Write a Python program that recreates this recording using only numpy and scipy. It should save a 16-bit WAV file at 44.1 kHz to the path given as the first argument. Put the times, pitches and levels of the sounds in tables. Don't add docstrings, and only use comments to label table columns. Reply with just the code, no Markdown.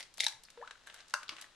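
import sys
import numpy as np
from scipy import signal
from scipy.fft import rfft, irfft
from scipy.io import wavfile
from scipy.ndimage import uniform_filter1d

SR = 44100
rng = np.random.default_rng(int(sys.argv[2]) if len(sys.argv) > 2 else 0)


def unload_wav(signal):
    wavfile.write(
        sys.argv[1],
        SR,
        np.round(np.clip(np.atleast_2d(signal).T, -1, 1) * 32767).astype(np.int16),
    )


N = 68355

# frequency in Hz, relative gain in dB.
ROOM_TONE_EQ = [(20, 0.5), (60, -5.5), (150, -8), (400, -10.5), (1000, -10.5), (2000, -15.5), (4000, -9),
                (8000, -21), (12000, -29), (14500, -47)]
REVERB_EQ = [(150, -15.5), (450, -10.5), (700, -10), (1150, -7.5), (2000, -10.5), (4000, -8), (8000, -8),
             (14000, -9)]
RUB_EQ = [(80, -8), (200, -6), (330, -1.5), (700, -9), (1150, 6.5), (1700, -2.5), (2300, -2), (3400, -5),
          (5000, -7.5), (10000, -35), (14000, -60)]
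WET_EQ = [(150, -34), (500, -4.5), (1050, -3), (1450, 3), (1850, 2), (2400, -3), (3000, 1), (3500, -3),
          (3950, -0.5), (4500, -9.5), (6300, -8.5), (7800, -9), (11000, -20.5), (14000, -51)]
CLINK_EQ = [(150, -37), (600, -23), (1600, 3.5), (2600, 2), (4200, 8.5), (5600, 6.5), (7500, 1.5),
            (11000, -2.5), (15000, -26)]
POP_EQ = [(150, -36), (600, -15.5), (1500, 9), (3400, -7), (4700, 5), (6300, -1.5), (9000, -3.5),
          (12000, -11), (15000, -43)]
KNOCK_EQ = [(100, -19), (300, -11), (700, -11), (2000, -1.5), (3300, 2), (5200, 3), (7500, -12.5),
            (11500, -16), (14000, -60)]
CHIP_EQ = [(200, -22), (600, 4.5), (8000, 0.5), (12000, -3), (15000, -41)]
CRACK_EQ = [(150, -31.5), (400, -22.5), (550, -10), (900, -13), (1150, -28), (1550, -16), (2100, 1),
            (2750, -5), (3800, 0), (5000, 1.5), (6000, -2.5), (7100, -2.5), (8200, -7), (9800, -5.5),
            (12500, -20.5), (15000, -36)]
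# frequency in Hz, relative level in dB, T60 in seconds.
CUP_MODES = [(3620, 5.5, 0.01), (3910, 15, 0.0095), (4150, 4, 0.01), (3880, -21, 0.08), (5680, -8, 0.018)]
HOLLOW_MODES = [(885, -3, 0.021), (950, -23, 0.07), (1030, -14, .02), (1704, -4, 0.015)]
POP_MODES = [(613, -17, 0.03), (1020, -2, 0.019), (1200, -6, 0.0093), (1420, 2.5, 0.018), (1560, -2, 0.015),
             (2050, -17, .012), (2745, -5, 0.014), (3837, -15, 0.016), (4666, -8.5, 0.011),
             (5720, -13, 0.017), (6400, -14, 0.023)]
KNOCK_MODES = [(1186, -11.5, 0.028), (2243, -3.5, 0.029), (2925, 0, 0.018), (3290, 1.5, 0.012),
               (4760, -1.5, 0.011)]
SHELL_MODES = [(2027, 2, 0.021), (2280, 3.5, 0.015), (3250, -5, 0.019), (3770, 10.5, 0.01),
               (4280, 2.5, 0.015)]
# time in seconds, level in dB.
RUB_ENVELOPE = [(1.285, -78), (1.30, -56.5), (1.33, -52.5), (1.35, -76), (1.41, -64), (1.45, -64.5),
                (1.5, -77)]
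SQUELCH_ENVELOPE = [(0, -52.5), (.05, -66.5), (.1, -74.5), (.42, -73.5), (.64, -67), (.72, -68.5),
                    (.8, -70), (.86, -65), (.9, -55.5), (.935, -62), (.995, -55.5), (1.045, -68.5),
                    (1.2, -62.5), (1.275, -68), (1.319, -56), (1.35, -58.5), (1.40, -56.5), (1.49, -68.5)]
POCKET_ENVELOPE = [(.573, -68), (.577, -50), (.592, -53.5), (.606, -53), (.632, -58), (.645, -76)]
# frequency in Hz, T60 in seconds.
ROOM_T60 = [(200, 0.23), (900, 0.35), (2000, 0.36), (4000, 0.23), (8000, 0.31), (14000, 0.17)]
# frequency in Hz, left-right correlation.
CORRELATION = [(30, 1), (150, 0.04), (300, 0.77), (2000, 0.78), (4000, 0.47), (7000, 0.22), (12000, -0.18)]
# frequency in Hz, left minus right in dB.
BALANCE = [(50, 1), (500, 3), (1500, 3), (4000, 2.5), (8000, 1.9), (12000, -1)]
# start in seconds, level in dB, pitch in Hz, T60 in seconds.
BUMPS = [(0.334, -64.5, 127, 0.23), (1.29, -72, 131, 0.13), (1.315, -60, 320, 0.062)]
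# start in seconds, level in dB, centre in Hz, half-width in octaves,
# decay in seconds.
CUP_AIR = [(.268, -49.5, 970, .13, .05), (1.14, -43.5, 1230, .24, .055)]
# start in seconds, bubble level in dB, pitch in Hz, click level in dB, cutoff in Hz.
DRIPS = [(0.5744, -57, 940, -59, 2500), (0.6146, -55, 1720, -61, 2000), (.627, -57, 1660, -66, 2000),
         (.675, -47.5, 1457, -50, 7200), (.709, -47, 1570, -46, 12200), (.754, -58, 1476, -63, 3000),
         (.872, -51.5, 1580, -52, 10000), (.899, -61, 1650, -55, 7060), (0.9437, -56.5, 1450, -64, 10000),
         (1.0039, -56, 1560, -60, 8000), (1.23, -52, 1470, -57, 8000), (1.442, -53, 1890, -60, 4000)]
# time in seconds, pitch in Hz, level in dB.
GLOOP = [(.598, 477, -67), (0.608, 527, -51.5), (.615, 600, -55), (.623, 720, -57), (0.6268, 927, -41),
         (.632, 1030, -46), (.642, 1306, -50.5), (0.655, 1530, -62)]
# start in seconds, then contact, cup ring and hollow knock levels in dB.
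CLINKS = [(0.2654, -30.5, -25, -37), (0.2822, -37, -58, -63)]
# start in seconds, contact level in dB, ring level in dB.
POPS = [(1.138, -30.5, -27.3), (1.1476, -52, -37)]
KNOCK = (1.2918, -38, -39.5)
# start in seconds, level in dB, centre in Hz, half-width in octaves.
CHIPS = [(0.1397, -55, 7240, 0.84), (.1725, -52, 5400, 0.71), (.18, -45.5, 3970, 7.5),
         (0.192, -45, 3880, 0.26), (.435, -53, 7900, 1.2), (.450, -55.5, 4870, 0.18),
         (.484, -58, 2000, 0.46), (.502, -54, 5030, 1.07), (0.869, -56, 9100, 0.44),
         (.899, -53.5, 3000, 0.42), (0.942, -51, 7400, 1.4), (1.004, -54.5, 4900, 0.29),
         (1.082, -57.5, 5500, 0.7), (1.097, -58, 5530, .7), (1.106, -57, 4900, 0.62),
         (1.231, -47.5, 2820, 1.06), (1.28, -49, 3950, .3), (1.3657, -50, 2480, 0.89),
         (1.383, -52, 2020, 0.67), (1.4124, -45.5, 7500, 1.14), (1.4218, -47.5, 2610, 1.3)]
# start in seconds, level in dB, decay in seconds, tilt above 2 kHz in dB per
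# octave, ring level in dB.
CRACKS = [(0.0, -50.5, 0.0051, 10, -53), (.0045, -41.5, 0.0057, -5, -49), (.027, -45.5, 0.0052, -4, -67),
          (0.2004, -39.5, 0.0052, 2, -42.5), (.2042, -30, 0.0017, 0, -27), (.2078, -33.5, 0.0027, 0.5, -35),
          (0.2122, -42, 0.0094, 2, -49), (0.2216, -42, 0.01, -7, -56), (0.2313, -46, 0.0024, -1, -43),
          (.236, -40, 0.003, -4, -34), (0.2417, -32.5, 0.0027, 3, -55), (.248, -41.5, .003, -3, -39),
          (.322, -51.5, 0.0051, -4, -58)]

FFT_SIZE = 2048
BINS_HZ = np.fft.rfftfreq(FFT_SIZE, 1 / SR)


def amp(db):
    return 10 ** (np.asarray(db) / 20)


def unit_rms(x):
    return x / np.sqrt(np.mean(x ** 2) + 1e-20)


def unit_hit(x):
    return x * np.sqrt(.005 * SR / (np.sum(x ** 2, -1, keepdims=True) + 1e-20))


def curve(points, hz=BINS_HZ):
    point_hz, value = np.transpose(points)
    return np.interp(np.log(hz + 1), np.log(point_hz), value)


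def band_db(centre_hz, half_width_oct):
    return -10 * np.log10(1 + (np.log2((BINS_HZ + 1) / centre_hz) / half_width_oct) ** 4)


def add(mix, start_s, sound):
    part = mix[:, max(round(start_s * SR), 0):][:, :sound.shape[-1]]
    part += sound[..., :part.shape[1]]


def eq(x, gain_db):
    cepstrum = irfft(np.log(amp(np.maximum(gain_db, -90))))
    half = len(cepstrum) // 2
    cepstrum[1:half] *= 2
    cepstrum[half + 1:] = 0
    impulse = irfft(np.exp(rfft(cepstrum)))
    return signal.fftconvolve(x, impulse[None, :half], axes=1)


def stereo(x):
    correlation = np.clip(curve(CORRELATION), -.98, .98)
    mid = eq(x[:1], 10 * np.log10((1 + correlation) / 2))
    side = eq(x[1:], 10 * np.log10((1 - correlation) / 2))
    return np.vstack([mid + side, mid - side])


def snap(decay_s, gain_db, rise_s=0.00039):
    t = np.arange(FFT_SIZE) / SR
    envelope = (1 - np.exp(-(t + 1 / SR) / rise_s)) * np.exp(-t / decay_s)
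    burst = envelope * rng.standard_normal((2, FFT_SIZE))
    for _ in range(4):
        burst = irfft(np.exp(1j * np.angle(rfft(burst))))
        burst *= envelope / np.sqrt(abs(uniform_filter1d(burst ** 2, size=48)) + 1e-14)
    return unit_hit(eq(stereo(burst), gain_db))


def ring(modes, rise_s=0.00065):
    t = np.arange(SR // 3) / SR
    tones = sum(amp(db - 60 * t / t60_s) * np.sin(2 * np.pi * (hz * t + rng.random()))
                for hz, db, t60_s in modes)
    return unit_hit(tones * (1 - np.exp(-(t / rise_s) ** 2)))


def room_tone(level_db=-67):
    lead = SR // 10
    noise = eq(stereo(rng.standard_normal((2, N + lead))), curve(ROOM_TONE_EQ))
    return amp(level_db) * unit_rms(noise[:, lead:lead + N])


def kitchen_reverb(x, gap_s=0.0022, early_db=3, early_s=0.016):
    t = np.arange(SR // 2) / SR
    taps = rng.choice([-1., 1.], (2, len(t))) * (rng.random((2, len(t))) < 1 / 8)
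    taps *= np.clip(t / gap_s - .5, 0, 1) * amp(early_db * np.exp(-t / early_s))
    hz, frame_s, spectra = signal.stft(taps, SR, nperseg=256)
    decay = amp(-60 * frame_s / curve(ROOM_T60, hz)[:, None])
    tail = signal.istft(spectra * decay, SR, nperseg=256)[1]
    tail /= np.linalg.norm(tail, axis=1, keepdims=True)
    return signal.fftconvolve(x, eq(stereo(tail), curve(REVERB_EQ)), axes=1)[:, :N]


def hand_bumps():
    out = np.zeros((2, N))
    for start_s, db, hz, t60_s in BUMPS:
        add(out, start_s, amp(db) * ring([(hz, 0, t60_s)], rise_s=0.011))
    return out


def shell_rub():
    grit = eq(stereo(rng.laplace(size=(2, N))), curve(RUB_EQ))[:, :N]
    times_s, db = np.transpose(RUB_ENVELOPE)
    return unit_rms(grit) * np.interp(np.arange(N) / SR, times_s, amp(db), left=0, right=0)


def squelch(clicks_per_s=1500, spread_db=4):
    sizes = amp(spread_db * np.minimum(rng.exponential(1, N), 3))
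    sizes *= rng.random(N) < clicks_per_s / SR
    grains = eq(stereo(sizes * rng.choice([-1, 1], (2, N))), curve(WET_EQ))[:, :N]
    times_s, db = np.transpose(SQUELCH_ENVELOPE)
    return unit_rms(grains) * amp(np.interp(np.arange(N) / SR, times_s, db))


def drips(t60_s=0.021, glide_per_s=5.1, attack_s=0.00043, cup_db=-10):
    out = np.zeros((2, N))
    t = np.arange(SR // 10) / SR
    envelope = (1 - np.exp(-(t / attack_s) ** 2)) * amp(-60 * t / t60_s)
    for start_s, bubble_db, hz, click_db, cutoff_hz in DRIPS:
        bubble = envelope * np.sin(2 * np.pi * hz * t * (1 + glide_per_s * t / 2))
        lowpass_db = -10 * np.log10(1 + (BINS_HZ / cutoff_hz) ** 6)
        add(out, start_s, amp(bubble_db) * unit_hit(bubble))
        add(out, start_s, amp(click_db) * snap(0.00403, curve(WET_EQ) + lowpass_db, rise_s=0.00064))
        add(out, start_s, amp(click_db + cup_db) * ring(CUP_MODES))
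    return out


def gloop(pocket_hz=476, waver_depth=0.036):
    out = np.zeros((2, N))
    times_s, hz, db = np.transpose(GLOOP)
    t = np.arange(times_s[0], times_s[-1], 1 / SR)
    waver = unit_rms(uniform_filter1d(rng.standard_normal(N), size=120))[:len(t)]
    pitch_hz = np.interp(t, times_s, hz) * (1 + waver_depth * waver)
    glide = unit_rms(np.sin(2 * np.pi * np.cumsum(pitch_hz) / SR))
    add(out, times_s[0], amp(np.interp(t, times_s, db)) * glide)
    times_s, db = np.transpose(POCKET_ENVELOPE)
    t = np.arange(times_s[0], times_s[-1], 1 / SR)
    note = unit_rms(np.sin(2 * np.pi * pocket_hz * (t - times_s[0])))
    add(out, times_s[0], amp(np.interp(t, times_s, db)) * note)
    return out


def cup_air():
    out = np.zeros((2, N))
    t = np.arange(SR // 3) / SR
    for start_s, db, hz, half_width_oct, decay_s in CUP_AIR:
        burst = stereo(rng.standard_normal((2, len(t))) * np.exp(-t / decay_s))
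        add(out, start_s, amp(db) * unit_hit(eq(burst, band_db(hz, half_width_oct))))
    return out


def rim_clinks():
    out = np.zeros((2, N))
    for start_s, contact_db, cup_db, hollow_db in CLINKS:
        add(out, start_s, amp(contact_db) * snap(0.0031, curve(CLINK_EQ)))
        add(out, start_s, amp(cup_db) * ring(CUP_MODES, rise_s=0.0012))
        add(out, start_s, amp(hollow_db) * ring(HOLLOW_MODES, rise_s=0.0011))
    return out


def shell_pop_and_knock():
    out = np.zeros((2, N))
    for start_s, contact_db, ring_db in POPS:
        add(out, start_s, amp(contact_db) * snap(0.00245, curve(POP_EQ), rise_s=0.00185))
        add(out, start_s, amp(ring_db) * ring(POP_MODES, rise_s=0.0014))
    start_s, contact_db, ring_db = KNOCK
    add(out, start_s, amp(contact_db) * snap(0.0044, curve(KNOCK_EQ)))
    add(out, start_s, amp(ring_db) * ring(KNOCK_MODES, rise_s=0.00039))
    return out


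def shell_cracks(detune=0.014):
    out = np.zeros((2, N))
    octaves = np.maximum(np.log2((BINS_HZ + 1) / 4000), -1)
    for start_s, db, decay_s, tilt_db_per_oct, ring_db in CRACKS:
        add(out, start_s, amp(db) * snap(decay_s, curve(CRACK_EQ) + tilt_db_per_oct * octaves))
        modes = [(hz * (1 + detune * rng.uniform(-1, 1)), mode_db, t60_s)
                 for hz, mode_db, t60_s in SHELL_MODES]
        add(out, start_s, amp(ring_db) * ring(modes, rise_s=0.00043))
    for start_s, db, hz, half_width_oct in CHIPS:
        gain_db = band_db(hz, half_width_oct) + curve(CHIP_EQ)
        add(out, start_s, amp(db) * snap(0.0038, gain_db, rise_s=.0005))
    return out


def scene():
    direct = shell_cracks() + rim_clinks() + shell_pop_and_knock() + cup_air() + hand_bumps()
    direct += gloop() + drips() + squelch() + shell_rub()
    return direct + kitchen_reverb(direct) + room_tone()


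def record(dry, cutoff_hz=14900):
    lean_db = curve(BALANCE) / 2
    leaned = np.vstack([eq(dry[:1], lean_db), eq(dry[1:], -lean_db)])[:, :N]
    lowpass = signal.firwin(161, cutoff_hz, window=("kaiser", 8), fs=SR)
    return signal.oaconvolve(leaned, lowpass[None], "same")


dry = scene()
out = record(dry)
unload_wav(out)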